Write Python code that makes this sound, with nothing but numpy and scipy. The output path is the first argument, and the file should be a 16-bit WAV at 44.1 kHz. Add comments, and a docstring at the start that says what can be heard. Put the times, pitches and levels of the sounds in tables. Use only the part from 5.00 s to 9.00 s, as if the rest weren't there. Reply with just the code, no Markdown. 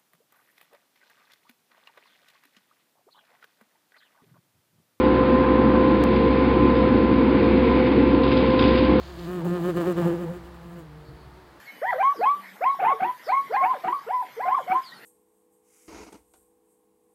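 """A suction excavator truck runs at steady speed in a walled yard, sucking up the ground through a hose.
Its diesel engine hums and its blower holds a wavering drone of two main tones.
Air roars in the hose and tank, and the nozzle hisses more as it bites. A few clumps of gravel hit
the steel nozzle, then near the end a whole load rattles up the pipe. One tiny tick is heard early on."""
import sys
import numpy as np
from scipy import signal
from scipy.fft import rfft, irfft
from scipy.io import wavfile

SR = 44100
rng = np.random.default_rng(int(sys.argv[2]) if len(sys.argv) > 2 else 0)


def generate_wav(sig):
    """Save sig (samples, or channels by samples) to the path in sys.argv[1] as 16-bit PCM at SR."""
    pcm = np.round(np.clip(np.atleast_2d(sig).T, -1, 1) * 32767).astype(np.int16)
    wavfile.write(sys.argv[1], SR, pcm)


N = 176400
T = np.arange(N) / SR
HZ = np.fft.rfftfreq(N, 1 / SR)

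# How hard the nozzle sucks, which lifts both hiss and grit: time_s, gain_db
SUCTION = [(0, -1.5), (.7, -3), (1.15, 0), (1.8, -1.3), (2.2, -1.5), (2.5, 0.5), (2.8, 1), (3.05, 0),
           (3.17, -0.5), (3.35, 3), (3.5, 1.5), (3.7, 5.5), (4, 0.5)]


def amp(db):
    """Turns decibels into a gain."""
    return 10 ** (np.asarray(db) / 20)


def unit(x):
    """Scales a signal to an average (rms) size of one."""
    return x / np.sqrt(np.mean(x ** 2) + 1e-20)


def curve(rows, column=1):
    """Joins the points of a time table, giving a value for every sample."""
    rows = np.array(rows)
    return np.interp(T, rows[:, 0], rows[:, column])


def spectrum(points):
    """Joins (pitch_hz, level_db) points, giving a gain for every frequency."""
    hz, db = np.transpose(points)
    return amp(np.interp(np.log(HZ + 1), np.log(hz), db))


def noise(gain):
    """Noise with the given strength at each frequency."""
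    return irfft(rfft(rng.standard_normal(N)) * gain, N) * np.sqrt(SR / 2)


def wander(rate_hz):
    """A slow random wobble of size one, up to about the given rate."""
    return unit(noise((HZ > 0) / (1 + (HZ / rate_hz) ** 2) ** 2))


def tone(hz, db):
    """A pure tone that follows a pitch curve and a level."""
    return np.sqrt(2) * amp(db) * np.sin(2 * np.pi * (np.cumsum(hz) / SR + rng.random()))


def engine():
    """The diesel fires at a nearly even rate, which makes a low hum."""
    # Tones of the hum: multiple_of_firing_rate, level_db
    harmonics = [(1, -29), (2, -35.5)]
    firing_hz, wobble_db = 65.77, 1.07
    hz = firing_hz * (1 + .002 * wander(6))
    return sum(tone(multiple * hz, db - wobble_db * wander(14)) for multiple, db in harmonics)


def blower():
    """The blower's spinning lobes drone, fluttering in the moving air; thin whines follow its speed."""
    # How often the lobes pass: time_s, pitch_hz
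    lobe_rate = [(0, 515), (.6, 515.5), (1.3, 514.5), (2.2, 513), (2.75, 510.6), (3.4, 516.5), (4, 515.6)]
    # Strength of the two main tones, before the offsets below: time_s, base_db, octave_db
    drone_levels = [(0, -23.5, -30), (.3, -23.5, -28), (.55, -22, -28.5), (.8, -22.5, -30.5),
                    (.95, -24, -32), (1.4, -25.5, -31), (1.68, -28, -28.5), (1.78, -22.5, -34),
                    (1.93, -26.5, -31), (2.3, -26.5, -35), (2.62, -24.5, -39.5), (2.73, -26, -27),
                    (2.81, -20.5, -39), (2.92, -28, -40), (3.15, -26, -32), (3.44, -24, -36),
                    (3.53, -23, -29.5), (4, -23.5, -34.5)]
    # Faint machinery whines: pitch_hz, level_db
    whine_tones = [(411.5, -40.5), (1086, -51.5), (1149, -55), (1394, -50), (1544, -57), (2173, -55.5),
                   (2660, -60.5)]
    hz = curve(lobe_rate) * (1 + .0009 * wander(25))
    base_db = curve(drone_levels)
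    levels = [base_db, curve(drone_levels, column=2) + .5, base_db - 27.5]
    drone = sum(tone(multiple * hz, db + wander(13)) for multiple, db in enumerate(levels, 1))
    speed = hz / hz.mean()
    whines = sum(tone(pitch * speed * (1 + .002 * wander(15)), db + 1.2 * wander(3.3))
                 for pitch, db in whine_tones)
    return drone + whines


def tank_roar():
    """Swirling air booms at the pitches where the hose and tank naturally ring."""
    # Ringing bands of hose and tank: pitch_hz, nominal_width_hz, relative_level_db
    resonances = [(62.7, 18, -51.5), (122.3, 45, -50.5), (206.8, 31.5, -42.5), (246.4, 60, -39.5),
                  (289, 54, -38.5), (347, 32.7, -41.5), (369.7, 22, -43), (414, 8.1, -48),
                  (462.4, 22.8, -41.5), (516, 42, -55.5)]
    # Broad rumble under those bands: pitch_hz, relative_level_db
    rumble = [(20, -77.5), (33, -77), (50, -61.5), (90, -60), (165, -54), (300, -60), (410, -59.5),
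              (600, -67.5), (1200, -94)]
    # Rise and fall of the roar, softened below: time_s, relative_level_db
    surges = [(0.06, -22), (0.09, -16.5), (0.16, -20), (1.4, -17.5), (1.43, -21), (1.57, -15.5),
              (1.76, -21.5), (1.86, -16.5), (1.89, -18), (2.48, -18), (2.93, -18), (3.0, -15.5),
              (3.18, -19.5), (3.94, -19.5)]
    ringing = sum(amp(db) ** 2 / (1 + ((HZ - hz) / (.75 * width)) ** 2) ** 3
                  for hz, width, db in resonances)
    power = spectrum(rumble) ** 2 + ringing
    swell_db = .8 * (curve(surges) - curve(surges).mean())
    return noise(np.sqrt(power)) * amp(swell_db - 1)


def hose_rush():
    """Air rushes along the hose, sounding brighter as it swells."""
    # Tone colour of the rush: pitch_hz, relative_level_db
    colour = [(300, -84), (560, -59.5), (610, -61.5), (655, -64.5), (715, -59.5), (800, -60.5),
              (855, -56.5), (910, -58.5), (1000, -57), (1120, -62.5), (1250, -65), (1450, -65.5),
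              (1800, -69.5), (2600, -77.5), (5000, -105)]
    # Swell of the high part, which the low part follows less: time_s, gain_db
    swell = [(0, 1.5), (.55, 3), (.85, 2), (1.1, 0), (2, 0), (2.8, 0), (3.2, -2), (3.55, -2), (3.63, 0.5),
             (3.72, -1.5), (4, -.5)]
    split_hz, low_follow = 1040, .43
    low_share = 1 / (1 + (HZ / split_hz) ** 8)
    low = noise(spectrum(colour) * np.sqrt(low_share)) * amp(low_follow * curve(swell))
    high = noise(spectrum(colour) * np.sqrt(1 - low_share)) * amp(curve(swell))
    return (low + high) * amp(-.5 + .4 * wander(25))


def nozzle_hiss():
    """Air hisses into the nozzle, with a hollow note that comes and goes."""
    # Tone colour of the hiss: pitch_hz, relative_level_db
    colour = [(900, -85.5), (1600, -73), (2150, -69), (2700, -71), (2950, -73), (3550, -74), (4100, -78),
              (4500, -80.5), (4900, -86), (5400, -91)]
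    # Strength of the hollow note: time_s, level_db_per_hz
    hollow_levels = [(0, -76.5), (.8, -77), (1.3, -68.5), (2.1, -71.5), (2.6, -67), (3, -66.5), (3.17, -77),
                     (3.4, -70.5), (4, -76)]
    hollow_hz, width_hz = 2220, 600
    hiss = noise(spectrum(colour)) * amp(curve(SUCTION) - 1.5 + .5 * wander(30))
    hollow_band = 1 / (1 + ((HZ - hollow_hz) / width_hz) ** 2) ** 2
    return hiss + noise(hollow_band) * amp(curve(hollow_levels))


def yard_echoes(sound):
    """Close walls send the sound back, boosting some pitches and weakening others."""
    # Echoes off the walls: delay_s, gain_db
    walls = [(.0082, -16.5), (.0185, -16.5), (.031, -19)]
    response = 1 + sum(amp(db) * np.exp(-2j * np.pi * HZ * delay) for delay, db in walls)
    return irfft(rfft(sound) * response, N)


def stone_strike():
    """One stone cracks against a random spot of the steel nozzle and makes it ring."""
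    # Ringing tones of the nozzle: pitch_hz, relative_level_db, ring_s (time to fall by 60 dB)
    steel_tones = [(1509, -3, 0.05), (2190, -3.5, 0.02), (2640, 1, .035), (3210, -2.5, 0.023),
                   (3657, 0.5, .025), (4150, -3.5, 0.0098), (4730, -4.5, .025)]
    detune, crack_db, crack_s = .04, 3, .0016
    t = T[:SR // 16]
    ring = np.zeros(len(t))
    for hz, db, ring_s in steel_tones:
        fade = amp(db + rng.standard_normal() - 60 * t / ring_s)
        spot_hz = hz * (1 + detune * rng.standard_normal())
        ring += fade * np.sin(2 * np.pi * (spot_hz * t + rng.random()))
    crack = amp(crack_db) * rng.standard_normal(len(t)) * np.exp(-t / crack_s)
    return (ring + crack) / np.sqrt(len(steel_tones))


def stone_hail(hits_per_s):
    """Stones of mixed sizes hail steadily on many spots of the nozzle."""
    spots = 20
    hail = np.zeros(N)
    for _ in range(spots):
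        hits = rng.random(N) < hits_per_s / spots / SR
        size_db = 4 * np.minimum(rng.exponential(1, N), 2)
        hail += signal.oaconvolve(hits * amp(size_db), stone_strike())[:N]
    return unit(hail)


def gravel():
    """Each clump lands with one big stone, thuds in the hose and scatters, over a trickle of grit."""
    # Clumps hitting the pipe: start_s, relative_level_db, scatter_fade_s
    clumps = [(1.158, -37.5, 0.018), (1.697, -40, .012), (1.755, -38.5, 0.052), (2.76, -44.5, .04),
              (3.2345, -32, .02), (3.276, -36, .04), (3.316, -31, .03), (3.369, -29, .04),
              (3.4635, -33, .015), (3.502, -36.5, 0.027), (3.591, -29, 0.03), (3.61, -34, .015),
              (3.6243, -25, 0.037), (3.681, -33, 0.041), (3.756, -33.5, 0.037), (3.776, -31.5, .045),
              (3.85, -35, .02)]
    rise_s, thud_hz, thud_fade_s = .0016, 110, .05
    scatter_power, thud_power, big_stones = np.zeros((3, N))
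    for start_s, db, fade_s in clumps:
        age = np.maximum(T - start_s, 0)
        onset = amp(db) * np.minimum(age / rise_s, 1)
        scatter_power += (onset * np.exp(-age / fade_s)) ** 2
        thud_power += (onset * np.exp(-age / thud_fade_s)) ** 2
        first = round(start_s * SR)
        stone = amp(db + 5) * stone_strike()[:N - first]
        big_stones[first:first + len(stone)] += stone
    thud_band = 1 / (1 + (2 * (HZ / thud_hz - 1)) ** 4)
    thuds = amp(-1) * np.sqrt(thud_power) * unit(noise(thud_band))
    scatter = np.sqrt(scatter_power) * stone_hail(hits_per_s=900)
    grit = amp(curve(SUCTION) - 51.5) * stone_hail(hits_per_s=60)
    return big_stones + thuds + scatter + grit


def tick():
    """One tiny dry tick, brighter than everything else."""
    start_s, soften_hz, top_hz = 1.039, 3000, 16000
    spike = np.arange(N) == round(start_s * SR)
    softened = signal.lfilter([1], [1, -np.exp(-2 * np.pi * soften_hz / SR)], spike)
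    return amp(-15) * signal.oaconvolve(softened, signal.firwin(101, top_hz, fs=SR), "same")


def scene():
    """Truck, air and gravel in one channel; only the rush and hiss echo off the walls."""
    mix = engine() + blower() + tank_roar() + yard_echoes(hose_rush() + nozzle_hiss()) + gravel()
    return mix[None]


def record(dry):
    """A small microphone loses the high treble; the bright tick is added afterwards."""
    # How well the microphone picks up each pitch: pitch_hz, gain_db
    microphone = [(4800, 0), (5100, -3), (5300, -10.5), (5500, -24.5), (5850, -18.5), (6200, -20)]
    top_hz = 6100
    dull = irfft(rfft(dry) * spectrum(microphone), N)
    treble_cut = signal.firwin(301, top_hz, window=("kaiser", 8), fs=SR)
    return signal.oaconvolve(dull, treble_cut[None], "same") + tick()


dry = scene()
out = record(dry)
generate_wav(out)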